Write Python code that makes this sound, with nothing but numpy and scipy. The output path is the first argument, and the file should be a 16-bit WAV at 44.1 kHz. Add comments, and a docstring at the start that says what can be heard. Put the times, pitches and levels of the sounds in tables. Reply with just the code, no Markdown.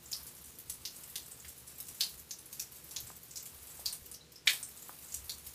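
"""Water drips close to a camera in a small tiled room. Each drop is a bright splat plus the brief,
rising ring of a trapped bubble, thrown back by the hard walls. The highest sounds are small dry ticks
close to the microphone, perhaps a fingertip on the camera. Underneath fizzes a thin stream of
mist and tiny droplets that swells round the main drops and breaks off once.
A hand knocks softly on the camera a few times, over room air, a rumble and a low hum."""
import sys
import numpy as np
from scipy import signal
from scipy.fft import rfft, irfft, next_fast_len
from scipy.io import wavfile

SR = 44100
rng = np.random.default_rng(int(sys.argv[2]) if len(sys.argv) > 2 else 0)


def put_to_file(sound):
    """Save the sound as 16-bit audio at rate SR, in the file named by the first command-line argument."""
    columns = np.atleast_2d(sound).T  # one column per channel
    safe = np.clip(columns, -1, 1)
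    whole_steps = np.round(safe * 32767)
    wavfile.write(sys.argv[1], SR, whole_steps.astype(np.int16))


N = 244314


def amp(db):
    """Decibels to gain."""
    return 10 ** (np.asarray(db) / 20)


def unit_rms(x):
    """Scales to an rms of one."""
    return x / np.sqrt(np.mean(x ** 2) + 1e-20)


def unit_burst(x, window_s=0.01):
    """Scales a one-shot to the energy of an rms of one held for window_s."""
    return x * np.sqrt(window_s * SR / (np.sum(x ** 2) + 1e-20))


def curve_at(points, hz):
    """Reads a curve on a log-frequency axis."""
    freqs, values = np.transpose(points)
    return np.interp(np.log(hz + 1), np.log(freqs + 1), values)


def add(mix, start_s, sound):
    """Lays a sound into the mix at start_s."""
    part = mix[max(round(start_s * SR), 0):][:len(sound)]
    part += sound[:len(part)]


def equalise(x, eq, size=2048):
    """Causal filter that follows an EQ curve."""
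    log_gain = np.log(amp(curve_at(eq, abs(np.fft.fftfreq(size, 1 / SR)))))
    taps = np.fft.ifft(np.exp(signal.hilbert(log_gain).conj())).real
    return signal.fftconvolve(x, taps)[:len(x)]


def noise(gain_at):
    """Steady noise with the spectrum gain_at(Hz) and an rms of one."""
    size = next_fast_len(N, True)
    spectrum = rfft(rng.standard_normal(size)) * gain_at(np.fft.rfftfreq(size, 1 / SR))
    return unit_rms(irfft(spectrum, size)[:N])


def drift(rate_hz):
    """Smooth random modulator with an rms of one, rolling off above rate_hz."""
    steps = N // 64 + 1
    freqs = np.fft.rfftfreq(steps, N / steps / SR)
    slow = irfft(rfft(rng.standard_normal(steps)) / (1 + (freqs / rate_hz) ** 4), steps)
    return unit_rms(np.interp(np.linspace(0, steps - 1, N), np.arange(steps), slow))


# tone of the room's air: (frequency [Hz], relative level [dB])
AIR_EQ = [(20, -17), (40, -55), (65, -11), (90, -9.5), (150, 1), (220, -8.5), (400, -8.5), (800, -17.5),
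          (1700, -17), (3000, -16.5), (4300, -15), (7500, -17.5), (15000, -26.5)]
# midrange bands that come and go: (centre [Hz])
WAVERING_BANDS = [310, 380, 1150]
# fader ride of the rumble, before its random swell: (time [s], level [dB])
RUMBLE_RIDE = [(0, -67), (1.25, -65.5), (1.5, -73.5), (2.0, -67.5), (2.3, -71), (3.3, -72), (3.95, -63),
               (4.15, -71), (4.95, -79), (5.2, -60.5), (5.54, -69)]
# partials of the hum: (frequency [Hz], average level [dB])
HUM_PARTIALS = [(71, -74), (119.5, -73.5), (240, -78), (482, -79.5)]

def room_tone(air_db=-61.5, mids_db=-79.0, rumble_hz=72, rumble_width_hz=11):
    """The bed: soft air with restless mids, a swelling rumble and a wavering hum."""
    t = np.arange(N) / SR
    rumble = noise(lambda f: 1 / (1 + ((f - rumble_hz) / rumble_width_hz) ** 2))
    bed = amp(air_db) * noise(lambda f: amp(curve_at(AIR_EQ, f)))
    for centre in WAVERING_BANDS:
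        band = noise(lambda f: 1 / (1 + ((f - centre) / (0.54 * centre)) ** 4))
        bed += band * amp(mids_db + 3 * drift(rate_hz=21))
    bed += rumble * amp(np.interp(t, *np.transpose(RUMBLE_RIDE)) + 4 * drift(rate_hz=12))
    for hz, db in HUM_PARTIALS:
        peak = np.sqrt(2) * amp(db + 2 * drift(rate_hz=2.3))
        bed += peak * np.sin(2 * np.pi * hz * t + 0.78 * drift(rate_hz=0.73))
    return bed


# slap off a close corner, about as loud as the direct sound: (delay [s], gain [linear])
CORNER_SLAP = [(.0031, .4), (.0038, 1.05), (.0046, -.35)]
# early reflections off the farther walls: (delay [s], gain [linear])
WALL_ECHOES = [(.0062, 0.23), (.0095, 0.22), (0.016, 0.17), (.0200, 0.24), (.0260, 0.39)]
# reverb of the tiles: (frequency [Hz], time to fall 60 dB [s])
TILE_DECAY = [(300, 0.4), (2000, 0.2), (4500, 0.22), (8000, 0.21), (15000, 0.15)]

def tiled_room(tail_db, build_s=0.0032, size=16384, spacing=16):
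    """Impulse response from one random spot: direct sound, corner slap, walls, then a dense tail."""
    echoes = np.zeros(size)
    at = np.arange(0, size, spacing) + rng.integers(0, spacing, size // spacing)
    echoes[at] = rng.choice([-1, 1], len(at)) * amp(4.15 * np.clip(rng.standard_normal(len(at)), -2, 2))
    hz, t, bands = signal.stft(echoes, SR, nperseg=256)
    decay = amp(-60 * t / curve_at(TILE_DECAY, hz)[:, None])
    tail = signal.istft(bands * decay, SR)[1][:size]
    tail *= np.minimum(np.arange(size) / SR / build_s, 1)
    response = amp(tail_db) * tail / np.linalg.norm(tail)
    response[0] += 1
    for delay, gain in CORNER_SLAP + WALL_ECHOES:
        response[round(delay * SR * rng.uniform(0.95, 1.05))] += gain
    return response


def ring(hz, glide, decay_cycles, size=2048):
    """A damped resonance; in a drop, an air bubble whose pitch rises as it nears the surface."""
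    age = np.arange(size) / SR * hz / decay_cycles  # in decay times
    pitch = hz * 2 ** (glide * (np.minimum(age, 1.8) - 0.8))
    attack = (1 - np.exp(-age / 0.25)) ** 2
    return unit_burst(attack * np.exp(-age) * np.sin(2 * np.pi * np.cumsum(pitch) / SR))


# cues for the hand on the camera: (time [s], dry level [dB], pitch [Hz])
KNOCK_CUES = [(3.037, -55.5, 105), (3.1026, -56, 980), (3.794, -59, 610), (4.019, -55.5, 69.4),
              (4.8942, -51.5, 1033)]

def hand_knocks(send_db=-2.0):
    """Dull knocks that reach the microphone mostly through the camera body, with some room."""
    thuds = np.zeros(N)
    for start_s, db, hz in KNOCK_CUES:
        add(thuds, start_s, amp(db) * ring(hz, glide=0, decay_cycles=0.65))
    room = tiled_room(tail_db=1.5)
    return thuds + amp(send_db) * signal.fftconvolve(thuds, room / np.linalg.norm(room))[:N]


# tone of water hitting the wet surface: (frequency [Hz], relative level [dB])
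SPLAT_EQ = [(300, -16), (1200, -0.5), (2200, 0), (4200, -5), (6200, -1), (7900, -1), (10000, -4),
            (12500, 0.5), (15500, -3.5)]

def splat(ring_hz, decay_s, attack_s=0.000096, size=1024):
    """The impact, a crack of noise: a larger drop has a lower bubble and a duller crack."""
    t = np.arange(size) / SR
    envelope = (1 - np.exp(-t / attack_s)) * np.exp(-t / decay_s)
    crack = equalise(rng.standard_normal(size) * envelope, SPLAT_EQ)
    edges_hz = [min(0.82 * ring_hz, 4000), min(2.98 * ring_hz, 0.45 * SR)]
    return unit_burst(signal.lfilter(*signal.butter(2, edges_hz, "bandpass", fs=SR), crack))


def stream_gate(t, break_s=4.15, resume_s=4.456, fade_db_per_s=420):
    """The stream breaks off once: a fast fade out, then a hard cut back in."""
    return np.where(t < resume_s, amp(-fade_db_per_s * np.maximum(t - break_s, 0)), 1)


# fader ride of the stream: (time [s], relative level [dB])
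FLOW_RIDE = [(0.0, -61), (0.15, -52), (0.28, -56), (0.51, -59), (0.72, -59.5), (1.05, -53), (1.48, -58),
             (2.02, -56.5), (2.61, -60.5), (2.97, -52.5), (3.23, -59.5), (3.93, -51.5), (4.01, -65.5),
             (4.1, -58.5), (4.7, -56.5), (4.898, -54), (5.392, -55.5), (5.54, -54)]

def stream_flow(trim_db=1.5, waver_db=0.66, surge_db=-9.5, rise_s=0.0083, fall_s=0.084):
    """The stream's envelope: it surges round each foreground cue, more for a louder crack."""
    t = np.arange(N) / SR
    ride_db = np.interp(t, *np.transpose(FLOW_RIDE))
    power = amp(trim_db + ride_db + waver_db * drift(rate_hz=12)) ** 2
    for start_s, _, _, _, crack_db in DRIP_AND_TICK_CUES:
        away = np.maximum((start_s - t) / rise_s, (t - start_s) / fall_s)
        power += (amp(crack_db + surge_db) * np.exp(-np.minimum(away, 20))) ** 2
    return stream_gate(t) * np.sqrt(power)


# tone of the fine spray: (frequency [Hz], relative level [dB])
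MIST_EQ = [(400, -15), (1000, -10.5), (1600, -13.5), (3000, -14.5), (5000, -17), (7500, -20), (10000, -9.5),
           (12500, -9.5), (15500, -9.5)]

def stream(mist_db=-2.5, patter_db=-2.0, droplets_per_s=400, spread_db=6.5, spots=16):
    """The thin stream breaks into a fine mist and a patter of tiny droplets; both follow the flow."""
    flow = stream_flow()
    hiss = noise(lambda f: amp(curve_at(MIST_EQ, f)))
    mist = unit_rms(hiss * amp(2 * drift(rate_hz=114)))
    triggers = rng.random(N) < droplets_per_s / SR
    hits = triggers * amp(spread_db * np.minimum(rng.exponential(1, N), 3))
    landing_spot = rng.integers(0, spots, N)
    patter = np.zeros(N)
    for spot, hz in enumerate(np.geomspace(7000, 14500, spots)):
        droplet = ring(hz, glide=0.17, decay_cycles=1.9)
        add(droplet, 0, splat(hz, decay_s=0.00066))
        droplet_in_room = signal.fftconvolve(droplet, tiled_room(tail_db=5.5))
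        patter += signal.oaconvolve(hits * (landing_spot == spot), droplet_in_room)[:N]
    return flow * (amp(mist_db) * mist + amp(patter_db) * unit_rms(patter))


def filler_cues(per_s=11, low_hz=6900, high_hz=13500, glide=0.26, spread_db=2):
    """Faint, high drips and ticks, loosely spaced while the stream runs."""
    cues = []
    for slot, (when, strength, pitch, force) in enumerate(rng.random((128, 4))):
        start_s = (slot + when) / per_s
        if start_s < N / SR and stream_gate(start_s) > 0.5:
            ring_db = -51.5 + spread_db * (2 * strength - 1)
            crack_db = ring_db - 5.5 + spread_db * (2 * force - 1)
            hz = low_hz * (high_hz / low_hz) ** pitch
            cues.append((start_s, ring_db, hz, glide, crack_db))
    return cues


# tone that the wet surface gives the drips: (frequency [Hz], gain [dB])
SURFACE_EQ = [(120, -28), (400, 1), (800, -7), (1250, -10), (1700, -0.5), (2600, -1.5), (15000, -1.5)]
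# foreground drips and, near 12 kHz, dry ticks: (time [s], relative ring level [dB], pitch [Hz],
# upward glide [octaves per decay time], relative crack level [dB])
DRIP_AND_TICK_CUES = [ (.116, -43, 6670, .2, -48), (0.1294, -36.5, 4860, 0.32, -44.5),
                      (.267, -49, 10700, 0.31, -52), (.587, -46, 11600, .5, -53),
                      (.698, -37.5, 9300, 0.88, -42.5), (0.8525, -37, 4900, 0.55, -48),
                      (1.1566, -39, 4030, 0.64, -41), (1.3175, -47.5, 8200, 0.17, -68),
                      (1.447, -52, 2140, 0.77, -56), (1.4897, -50, 11800, 0.28, -53),
                      (1.803, -40.5, 11400, 0.74, -49.5), (1.8843, -54, 8600, 0.41, -47),
                      (2.0079, -28, 4230, 0.32, -34.5), (2.309, -40, 5600, .42, -50),
                      (2.5284, -61, 13200, 0.89, -44), (2.5964, -36.5, 5800, .3, -39.5),
                      (2.9105, -45, 7300, 0.54, -50), (2.9635, -40.5, 3840, 0.39, -53),
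                      (2.963, -38.5, 6050, 0.3, -48), (3.003, -43.5, 12250, 0.18, -52),
                      (3.3582, -44, 5530, 0.18, -47), (3.3707, -41, 6340, 0.3, -48),
                      (3.4283, -50, 13400, .2, -51), (3.4566, -58, 11300, .25, -48),
                      (3.8587, -33.5, 4580, 0.27, -39), (3.927, -39, 8770, 0.18, -43.5),
                      (4.115, -45, 9000, 0.3, -51), (4.1425, -47.5, 5600, 0.22, -54),
                      (4.209, -58.5, 4000, 0.037, -85), (4.3199, -67, 11000, 0.97, -54.5),
                      (4.358, -53, 5120, 0.074, -59), (4.4728, -25.5, 2153, 0.41, -30),
                      (4.4739, -23.5, 3410, 0.39, -37), (4.505, -57, 12900, .1, -40),
                      (4.5331, -53, 7740, 0.52, -40.5), (4.6292, -38, 8500, 0.25, -49),
                      (5.1224, -45.5, 6730, 0.14, -52), (5.1425, -37, 7630, .36, -43.5),
                      (5.2945, -37.5, 4250, 0.17, -42.5), (5.4664, -56, 11600, 0.23, -46.5)]

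def drips_and_ticks(ring_trim_db=-4.5, crack_trim_db=-1.5, tick_hz=12400, tick_direct_db=1.5):
    """Each drop splats, rings a bubble and, landing on its own spot, has its own echoes."""
    bus = np.zeros(N)
    for start_s, ring_db, hz, glide, crack_db in DRIP_AND_TICK_CUES + filler_cues():
        decay_cycles = 1.93 / (abs(glide) + 0.26)  # a bubble that glides less rings longer
        hit = amp(ring_db + ring_trim_db) * ring(hz, glide, decay_cycles)
        add(hit, 0, amp(crack_db + crack_trim_db) * splat(hz, decay_s=0.0021))
        # the highest sounds are small dry ticks close to the microphone, perhaps a fingertip
        direct = amp(tick_direct_db * (hz / tick_hz) ** 2)
        room = tiled_room(tail_db=4.0) / direct
        room[0] = direct
        add(bus, start_s, signal.fftconvolve(hit, room))
    return equalise(bus, SURFACE_EQ)


def scene():
    """Mono mix of drips, ticks, knocks, stream and room tone."""
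    return (drips_and_ticks() + hand_knocks() + stream() + room_tone())[None]


def record(dry):
    """A steep low-pass on the master takes off the very top."""
    taps = signal.firwin(401, cutoff=15450, window=("kaiser", 8), fs=SR)
    return signal.oaconvolve(dry, taps[None], "same")


dry = scene()
out = record(dry)
put_to_file(out)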